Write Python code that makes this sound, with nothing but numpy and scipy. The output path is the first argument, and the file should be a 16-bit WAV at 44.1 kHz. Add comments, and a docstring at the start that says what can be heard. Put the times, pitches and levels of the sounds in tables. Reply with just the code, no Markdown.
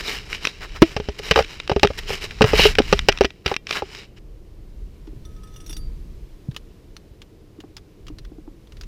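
"""On a concrete driveway beside a parked motorbike, a small camera's own microphone hears itself being handled.
Fingers rub its shell, and its case knocks, ticks and scrapes as it is shuffled into place: noise for
friction, and sharp blows with a dying chatter through body resonances for the hits.
Then a steel wrench jingles, as a bank of ringing modes, while it is dragged off the concrete.
It clicks faintly on a bolt, once before the drag and mostly after. Noise makes the wind and outdoor rumble."""
import sys
import numpy as np
from scipy import signal
from scipy.fft import rfft, irfft, next_fast_len
from scipy.io import wavfile
from scipy.ndimage import uniform_filter1d, map_coordinates

SR = 44100
rng = np.random.default_rng(int(sys.argv[2]) if len(sys.argv) > 2 else 0)


def int16_out(signal):
    """Quantize to a 16-bit WAV file."""
    q = np.round(np.clip(np.atleast_2d(signal).T, -1, 1) * 32767)
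    wavfile.write(sys.argv[1], SR, q.astype(np.int16))


N = 391166  # length in samples


def amp(db):
    """Decibels to gain."""
    return 10 ** (np.asarray(db) / 20)


def unit(x):
    """Scale to rms 1."""
    return x / np.sqrt(np.mean(x ** 2) + 1e-20)


def crest(x):
    """Scale a hit so that its loudest two milliseconds have rms 1."""
    loudest_power = uniform_filter1d(x ** 2, size=88, mode="constant").max()
    return x / np.sqrt(loudest_power + 1e-20)


def colour(points, hz):
    """Gain at each frequency, from (frequency_hz, level_db) points on a log axis."""
    point_hz, point_db = np.transpose(points)
    return amp(np.interp(np.log(hz + 1), np.log(point_hz), point_db))


def level(rows):
    """Gain per sample along (time_s, level_db) points."""
    return amp(np.interp(np.arange(N) / SR, *np.transpose(rows)))


def wobble(rate):
    """A smooth random curve with rate knots a second."""
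    knots = rng.standard_normal(int(N * rate / SR) + 4)
    return map_coordinates(knots, [np.arange(N) * rate / SR])


def filtered(x, response):
    """Multiply the spectrum of x by a complex response of frequency."""
    size = next_fast_len(len(x) + 8192)  # padded so that tails do not wrap round
    spectrum = rfft(x, size) * response(np.fft.rfftfreq(size, 1 / SR))
    return irfft(spectrum, size)[:len(x)]


def noise(points):
    """Coloured noise of rms 1."""
    return unit(filtered(rng.standard_normal(N), lambda hz: colour(points, hz)))


def causal(x, points, size=2048):
    """Colour a hit with a minimum-phase filter, so nothing smears ahead of its onset."""
    cepstrum = irfft(np.log(colour(points, np.fft.rfftfreq(size, 1 / SR))))
    # fold the cepstrum onto positive time
    cepstrum[1:size // 2] *= 2
    cepstrum[size // 2 + 1:] = 0
    impulse = irfft(np.exp(rfft(cepstrum)))
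    return signal.fftconvolve(x, impulse)[:len(x)]


def resonate(x, peaks):
    """Pass x through a body's resonances, rows of (pitch_hz, width_hz, level_db)."""
    def response(f):
        total = 0
        for k, (centre, width, db) in enumerate(peaks):
            band = 1j * f * width / (centre * centre - f * f + 1j * f * width)
            total = total + (-1) ** k * amp(db) * band  # neighbours have opposite signs
        return total
    return filtered(x, response)


def ring(modes, scatter_db, size=SR // 2):
    """Free ringing of (pitch_hz, level_db, t60_s) modes, with new strengths and phases for every blow."""
    t = np.arange(size) / SR
    total = np.zeros(size)
    for hz, db, t60 in modes:
        decay = amp(db + scatter_db * rng.normal() - 60 * t / t60)
        total += decay * np.sin(2 * np.pi * (hz * t + rng.random()))
    return total


def contact(t60, grit, size=SR // 8):
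    """Contact force: one sharp blow, then a dying chatter of micro-impacts."""
    t = np.arange(size) / SR
    chatter = rng.standard_normal(size) * rng.exponential(size=size) * amp(-60 * t / t60)
    return (t == 0) + grit * chatter / np.linalg.norm(chatter)


RISE_SHARE = 0.41  # part of a stroke spent speeding up


def strokes(rows):
    """Gain of sliding strokes: each speeds up to its peak and slows to rest."""
    t = np.arange(N) / SR
    power = np.zeros(N)
    for peak_s, length_s, db in rows:
        start_s = peak_s - RISE_SHARE * length_s
        end_s = peak_s + (1 - RISE_SHARE) * length_s
        speed = np.sin(np.pi / 2 * np.interp(t, [start_s, peak_s, end_s], [0, 1, 0]))
        power += (amp(db) * speed ** 2) ** 2
    return np.sqrt(power)


def add(track, s, hit):
    """Mix a hit into the track at s seconds."""
    part = track[max(round(s * SR), 0):][:len(hit)]
    part += hit[:len(part)]


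# Levels are relative: the functions below trim them into the mix.
# hand pressure rumbling through the case: time_s, level_db
HANDLING = [(0, -44.5), (1.6, -45.5), (2.1, -37), (2.38, -43), (2.47, -31), (3.1, -33.5), (3.4, -70)]
# wind rumbling at the microphone port: time_s, level_db
WIND = [(3.5, -58.5), (4.6, -46), (5.9, -40.5), (6.35, -47.5), (7.5, -58), (7.95, -55.5), (8.1, -39),
        (8.4, -54.5), (8.87, -43)]
# hiss of the outdoor air: time_s, level_db
AIR = [(4.25, -63.5), (5.7, -58), (6.4, -59.5), (7.4, -62.5), (8.5, -62.5), (8.87, -59.5)]
# colours of hand and wind rumble, far street and air hiss: frequency_hz, level_db
BUFFET = [(12, -11.5), (30, 7.5), (48, 2.5), (80, -8.5), (150, -14.5), (300, -27.5), (600, -66.5)]
STREET = [(41, -34), (70, -3), (219, -12), (249, -17.5), (310, -9.5), (461, -14.5), (511, -19.5),
          (887, -32.5), (1160, -37), (1500, -40.5), (1950, -76), (3300, -120)]
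HISS = [(600, -22.5), (1000, -2), (1400, -7.5), (2000, -6), (5100, -10), (8500, -16.5), (12800, -17.5),
        (15100, -17), (15600, -44)]


def outdoors():
    """Lumpy low noise is hand and wind at the port; steadier noises are the far street and a thin hiss."""
    lumps = amp(2.5 * wobble(8))
    rumble = amp(5.5) * np.hypot(level(HANDLING), level(WIND)) * lumps * noise(BUFFET)
    street = amp(-49.5 + 0.46 * wobble(0.76)) * noise(STREET)
    hiss = amp(-3.0) * level(AIR) * noise(HISS)
    return rumble + street + hiss


# skin sliding on the shell: peak_s, length_s, level_db
RUBS = [(0.005, 0.032, -30), (0.1, 0.24, -28.5), (0.33, .14, -34.5), (0.45, 0.18, -37.5),
        (0.88, 0.25, -39.5), (1.19, 0.026, -32), (1.265, 0.16, -33), (1.52, 0.13, -39.5),
        (1.985, 0.038, -30), (2.115, 0.16, -28.5), (2.235, 0.096, -30.5), (2.49, 0.11, -32),
        (2.615, 0.25, -19.5), (2.9, 0.31, -35.5), (3.72, 0.15, -34), (3.95, .24, -41.5),
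        (4.175, 0.042, -53)]
# the case scraping over the concrete: peak_s, length_s, level_db
SCRAPES = [(0.63, 0.082, -32), (0.76, 0.069, -37.5), (1.38, .11, -23.5), (2.32, 0.032, -38),
           (2.48, 0.19, -26), (2.58, 0.23, -27.5), (3.14, 0.16, -41), (3.495, 0.15, -31.5),
           (3.77, 0.096, -26)]
# the holding hand creeping on the shell between strokes: time_s, level_db
CREEP = [(0, -41.5), (.6, -48.5), (.79, -47.5), (.81, -82), (.85, -48), (1.08, -49), (1.12, -51),
         (1.18, -47.5), (1.45, -42.5), (1.62, -50.5), (1.95, -44.5), (2.85, -45.5), (3.25, -51),
         (3.39, -66.5), (3.63, -71), (3.72, -53.5), (4.0, -47.5), (4.13, -76)]
# resonances of the hollow case under friction: pitch_hz, width_hz, level_db
HOLLOW = [(162, 9.4, 1.2), (410, 52, 0.28)]
# resonances of the plastic shell, also used by ticks and knocks: pitch_hz, width_hz, level_db
SHELL = [(1391, 400, -10.5), (1775, 170, -3.5), (2380, 160, -2), (2945, 340, 10), (3850, 250, 5.5),
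         (4970, 170, -3), (5600, 400, -6)]
# colours of sliding skin, rasping concrete and treble fizz: frequency_hz, level_db
SKIN = [(200, -24.5), (700, -9.5), (1500, -6.5), (2200, -2), (2800, -6), (3500, -10.5), (4200, -10),
        (5300, -6), (6200, -16), (7000, -15.5), (9000, -25), (16000, -56)]
RASP = [(300, -10), (900, -4), (1600, -1), (2100, -2), (3000, -33.5)]
FIZZ = [(5000, -31), (7500, -4), (10000, 0.5), (13000, -1), (15200, 0), (15700, -27)]
# colours of a soft push (also knocks and bumps) and a hard snap (also ticks): frequency_hz, level_db
SOFT = [(700, 9.5), (1500, -7), (4000, -29.5), (10000, -56)]
SNAP = [(200, -5), (1000, -5.5), (1500, -2.5), (2600, 4), (4200, -7), (5600, -6.5), (7000, -21),
        (10000, -31), (15000, -39)]
RASP_DB, SCRAPE_RUB_DB = -13, -7.5  # rasp within a rub, rub within a scrape
FIZZ_DB, FIZZ_GROWS = -10.5, 1.31  # the fizz grows faster than the rub


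def rubbing():
    """Skin sticks and slips on the plastic, the case rasps on the concrete; friction stirs the hollow case."""
    skin = np.hypot(level(CREEP), strokes(RUBS))
    ground = strokes(SCRAPES)
    rub = np.hypot(skin, amp(SCRAPE_RUB_DB) * ground)
    rasp = np.hypot(ground, amp(RASP_DB) * skin)
    fizz = amp(FIZZ_DB) * rub ** FIZZ_GROWS
    grip = amp(1.2 * wobble(60) + 2.2 * wobble(700))
    hollow = unit(resonate(causal(rng.standard_normal(N), SOFT), HOLLOW))
    # as the finger travels, different resonances of the shell speak up
    slip = noise(SKIN)
    voiced = np.zeros(N)
    for hz, width, db in SHELL:
        voiced += amp(3.5 * wobble(14)) * unit(resonate(slip, [(hz, width, 0)])) * amp(db)
    # dust caught under the skin, about 45 catches a second
    dust = (rng.random(N) < 45 / SR) * rng.standard_normal(N)
    catches = unit(causal(dust, SNAP))
    shell = amp(-3) * noise(SKIN) + amp(-2) * unit(voiced)
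    shell += amp(-9.5) * hollow + amp(-10.5) * catches
    return grip * (rub * shell + amp(-5) * rasp * noise(RASP) + fizz * noise(FIZZ))


# grit and fingernails snapping on the shell: start_s, level_db
TICKS = [(0.3294, -10), (0.4521, -2.5), (0.4711, -4), (0.7613, -24), (1.342, -16.5), (1.425, -17.5),
         (1.446, -19.5), (1.6006, -13), (1.6768, -16), (1.7965, -15), (1.8725, -9.5), (2.3088, -19),
         (2.753, -10), (2.9916, -4.5), (3.1749, -15), (3.1864, -17.5), (3.2364, -14.5), (3.2524, -8),
         (3.3052, -24), (3.4787, -12), (3.5405, -13), (3.5646, -7), (3.6695, -16), (3.6925, -18),
         (3.7093, -5), (3.7271, -12.5)]
# the case bumping the ground, also used by knocks: start_s, thud_hz, thud_db, hollow_db, crack_db
KNOCKS = [(0.8201, 275, 9, -0.5, -1), (0.965, 114, -26, -21, -18), (1, 120, -27.5, -27.5, -28),
          (1.087, 180, -23.5, -25.5, -23.5), (1.196, 150, -46, -29, -52), (1.311, 171, -15.5, -12.5, -3),
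          (1.359, 220, -27.5, -11, -7.5), (1.375, 297, -24, -12, -17), (1.389, 235, -33, -8.5, -12),
          (1.405, 168, -29.5, -20, -26.5), (1.696, 180, -42.5, -14, -16.5), (1.716, 134, -18, -14.5, -19.5),
          (1.762, 140, -19.5, -14, -20.5), (1.8313, 153, -17.5, -8, -2.5), (1.847, 162, -14, -11, -16),
          (1.903, 288, -28.5, -25, -33.5), (2.102, 110, -36, -21, -36), (2.409, 180, -7.5, -9.5, -18),
          (2.4189, 170, -6.5, -14.5, -3), (2.441, 111, -6.5, -13.5, -12), (2.533, 218, -15.5, -9, -16.5),
          (2.594, 168, -12.5, -11.5, -16), (2.653, 149, -24.5, -7, -20), (2.785, 256, -15, -9.5, -4.5),
          (2.801, 234, -7.5, -15.5, -24), (2.927, 164, -8, -6, -5), (3.086, 250, -11.5, -5.5, -0.5),
          (3.209, 236, -11.5, -4.5, -8.5), (3.2456, 223, -18.5, -18, -14), (3.461, 137, -25, -22.5, -11),
          (3.515, 224, -29, -17.5, -23.5), (3.821, 281, -36, -21.5, -30)]
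# ringing modes of the mount, also used by knocks: pitch_hz, level_db, t60_s
MOUNT = [(1922, -2, .19), (2374, 0, .17), (2740, -1, .12), (3230, -2, .15), (3655, -6, .14),
         (5093, -4, .12)]
RATTLE_S, RATTLE_DB = .04, -14  # loose parts tick within this time of a knock, about this far from its crack


def ticks(count=2):
    """Tiny hard contacts snap on the shell and leave the mount faintly ringing; loose parts rattle after knocks."""
    out = np.zeros(N)
    rattle = []
    for s, *_, crack_db in KNOCKS:
        for delay in rng.random(count):
            rattle.append((s + RATTLE_S * delay, crack_db + RATTLE_DB + 3 * rng.normal()))
    for s, db in TICKS + rattle:
        snap = causal(contact(t60=.012, grit=1.5), SNAP)
        shell = resonate(snap, SHELL)
        add(out, s, amp(db - 9) * crest(crest(snap) + amp(-2.5) * crest(shell)))
    for s, db in TICKS:
        add(out, s, amp(db - 39) * crest(ring(MOUNT, scatter_db=2)))
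    return out


# the grip shifting the lowest resonance of the case: time_s, pitch_hz
GRIP = [(0.82, 325), (0.96, 419), (1.19, 400), (1.38, 451), (1.7, 397), (2.45, 433.4), (3.3, 385)]
# higher resonances of the hollow case: pitch_hz, width_hz, level_db
CASE = [(580, 127, -5.5), (658, 47, -9), (819.6, 110, -3.5), (1260, 180, -1.5)]
# colours of a crack on the shell and of a sharp edge (also the bolt's sparkle): frequency_hz, level_db
CRACK = [(300, -23), (900, -1.5), (1600, 9.5), (2700, 4), (3300, -3), (3900, -4), (5700, 3.5),
         (7000, -24.5), (10000, -40), (15000, -37.5)]
EDGE = [(4000, -32), (7500, 4), (11000, -10.5), (15200, -10), (16000, -9)]
SETTLE_S, SETTLE_DB = .0045, -7.5  # a second corner lands just after the first, this much softer
EDGE_DB, EDGE_GROWS = -25, 1.5  # the sharp edge grows faster than the crack
ROCK_DB, ROCK_LIMIT_DB = 5.5, -17  # the camera rocks on its mount, as far as the hand lets it


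def knocks():
    """Each bump shoves the camera, rings the hollow case and cracks twice on the shell; harder is brighter."""
    out = np.zeros(N)
    for s, thud_hz, thud_db, hollow_db, crack_db in KNOCKS:
        push = causal(contact(t60=.035, grit=.8), SOFT)
        thud = resonate(push, [(thud_hz, .5 * thud_hz, 0)])
        add(out, s, amp(thud_db - 2.0) * crest(thud))
        rock = resonate(push, [(63, 30, 0)])
        add(out, s, amp(min(thud_db + ROCK_DB, ROCK_LIMIT_DB)) * crest(rock))
        hollow_hz = np.interp(s, *np.transpose(GRIP))
        blow = causal(contact(t60=0.024, grit=1.4), SOFT)
        hollow = resonate(blow, [(hollow_hz, 36, 6)] + CASE)
        add(out, s, amp(hollow_db + 2.0) * crest(hollow))
        for at, db in [(s, crack_db), (s + SETTLE_S, crack_db + SETTLE_DB)]:
            scrape = contact(t60=.028, grit=3.7)
            crack = crest(causal(scrape, CRACK)) + amp(-2) * crest(resonate(scrape, SHELL))
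            add(out, at, amp(db - 5.5) * crack)
            edge = causal(contact(t60=0.016, grit=2.3), EDGE)
            add(out, at, amp(EDGE_DB + EDGE_GROWS * db) * crest(edge))
        add(out, s, amp(crack_db - 28) * crest(ring(MOUNT, scatter_db=2)))
    return out


# the tool touching the bolt: start_s, level_db, pitch_hz
CLICKS = [(5.0714, -42, 1380), (6.513, -37.5, 1620), (6.5456, -35.5, 1200), (6.5644, -17, 2940),
          (6.9662, -26, 4280), (7.2183, -29, 3080), (7.603, -31.5, 2870), (7.767, -25.5, 5000),
          (7.781, -36, 1460), (8.0679, -34, 3110), (8.082, -30, 1180), (8.1859, -30.5, 4100),
          (8.2491, -35, 1490), (8.6727, -42.5, 1440), (8.7221, -34.5, 2700), (8.7691, -37.5, 1940),
          (8.8112, -26.5, 4700), (8.8343, -34, 2500)]
# damped resonances of the held tool: multiple of the click's pitch, width_hz, level_db
HELD = [(1, 220, -2), (1.43, 220, 0), (2.36, 180, -2)]
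# dull bumps of the bike's front end: start_s, level_db
BUMPS = [(5.075, -29.5), (5.13, -32), (5.698, -31), (5.766, -37.5), (7.587, -28), (7.638, -30.5),
         (8.101, -27.5), (8.318, -30.5), (8.383, -28.5), (8.477, -28)]
# resonances of the front end: pitch_hz, width_hz, level_db
FRONT_END = [(303, 37, 16.5), (400, 134, 2.5), (805, 900, -9.5)]
# colours of a touch on the bolt and of a padded blow: frequency_hz, level_db
BOLT = [(400, -12.5), (1200, -3), (2200, -3.5), (3500, -2.5), (5500, -6), (7500, -13.5), (12000, -26)]
PADDED = [(350, 7), (600, -9), (1200, -18), (4000, -45)]
# ringing modes of the wrench, also used by wrench: pitch_hz, level_db, t60_s
WRENCH = [(2837, -11, .05), (3472, -2, .06), (3600, -5, .04), (5163, -8, .07), (5696, 1, .04),
          (5920, -3, .04), (6550, -14, .08), (8166, -10, .06), (8516, -12, .08), (10730, -10, .13),
          (13210, -14, .05), (14020, -16, .12)]
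CLICK_T60_S, CLICK_RING_DB = 0.039, -4  # chatter of a touch, its damped ring
SPARKLE_DB, SPARKLE_GROWS = -23.5, 1.25  # harder touches sparkle more
THUMP_S, THUMP_DB, THUMP_HZ = 6.486, -17.5, 134  # one soft, deep thump


def bolt():
    """The held wrench clicks and scrapes on the bolt, barely ringing, and nudges the bike."""
    out = np.zeros(N)
    for s, db, hz in CLICKS:
        touch = contact(t60=CLICK_T60_S, grit=3.2)
        click = causal(touch, BOLT)
        held_modes = [(multiple * hz, width, mode_db) for multiple, width, mode_db in HELD]
        steel = resonate(click, held_modes)
        add(out, s, amp(db - 11) * (crest(click) + amp(CLICK_RING_DB) * crest(steel)))
        add(out, s, amp(SPARKLE_DB + SPARKLE_GROWS * db) * crest(causal(touch, EDGE)))
        add(out, s, amp(db - 33.5) * crest(ring(WRENCH, scatter_db=1)))
    for s, db in BUMPS:
        push = causal(contact(t60=0.043, grit=1.0), SOFT)
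        add(out, s, amp(db - 5.5) * crest(resonate(push, FRONT_END)))
    padded = causal(contact(t60=0.0157, grit=0.96), PADDED)
    thump = resonate(padded, [(THUMP_HZ, 0.35 * THUMP_HZ, 0)])
    add(out, THUMP_S, amp(THUMP_DB) * crest(thump))
    return out


# the wrench skipping over the concrete: start_s, level_db, shank_db (long ring of the shank)
CLINKS = [(5.2516, -38, -59.5), (5.3639, -48, -59.5), (5.4345, -42.5, -52), (5.472, -45.5, -72),
          (5.5399, -42.5, -69), (5.5614, -35.5, -59), (5.6026, -38.5, -59), (5.663, -31.5, -72),
          (5.6736, -41, -69), (5.6948, -27.5, -58), (5.7078, -31.5, -62), (5.7288, -26, -70),
          (5.7667, -26.5, -64)]
# the wrench dragging between skips: time_s, level_db
DRAG = [(5.24, -90.5), (5.26, -62), (5.51, -63.5), (5.62, -52), (5.75, -49.5), (5.79, -91.5)]
# long ringing modes of the shank and of the lifted wrench: pitch_hz, level_db, t60_s
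SHANK = [(1270, 0, .6), (1766, -13, .4)]
PING = [(4646, 0, .5), (4653, -9, .5), (11290, -27, .5)]
# colour of steel grating on concrete: frequency_hz, level_db
GRATE = [(500, -6), (1800, 1), (3500, 6), (6000, 1.5), (9000, -18), (14000, -11.5)]
CATCHES_PER_S = 82  # small skips while it drags
LIFT_S, PING_DB = 5.72, -49  # clinks after the lift also ping freely


def wrench():
    """The steel grates over the concrete in short skips; its bright modes die at once, a few sing on."""
    # the dragged edge catches on grains of the concrete
    catches = (rng.random(N) < CATCHES_PER_S / SR) * rng.uniform(.5, 1, N)
    grains = unit(rng.standard_normal(N) * amp(4.5 * wobble(180))) + amp(4) * unit(catches)
    jingle = unit(signal.fftconvolve(grains, ring(WRENCH, scatter_db=1))[:N])
    drag = jingle + amp(-6) * unit(causal(grains, GRATE))
    out = amp(-6.5) * level(DRAG) * drag
    for s, db, shank_db in CLINKS:
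        grate = contact(t60=.037, grit=2.3)
        # each way of lying on the ground detunes the damped modes a little
        modes = [(hz * (1 + .008 * rng.normal()), mode_db, t60) for hz, mode_db, t60 in WRENCH]
        clink = signal.fftconvolve(ring(modes, scatter_db=3), grate)
        add(out, s, amp(db - 9.5) * crest(clink))
        add(out, s, amp(db - 12) * crest(causal(grate, GRATE)))
        add(out, s, amp(shank_db) * crest(ring(SHANK, scatter_db=1)))
        if s > LIFT_S:
            add(out, s, amp(PING_DB) * crest(ring(PING, scatter_db=1)))
    return out


def scene():
    """Everything at the camera's one microphone."""
    return (outdoors() + rubbing() + ticks() + knocks() + bolt() + wrench())[None]


TOP_HZ = 16000  # band limit


def record(dry):
    """The hardest knocks overload the microphone with a dull crunch; nothing is kept above the band limit."""
    sound = dry[0]
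    clipped = sound / (1 + np.abs(sound / .92) ** 6) ** (1 / 6)
    # the distortion alone is dulled, then put back
    crunch = filtered(clipped - sound, lambda hz: 1 / (1 + (hz / 6500) ** 8))
    limited = np.clip(sound + crunch, -.96, .96)
    return filtered(limited, lambda hz: hz < TOP_HZ)[None]


dry = scene()
out = record(dry)
int16_out(out)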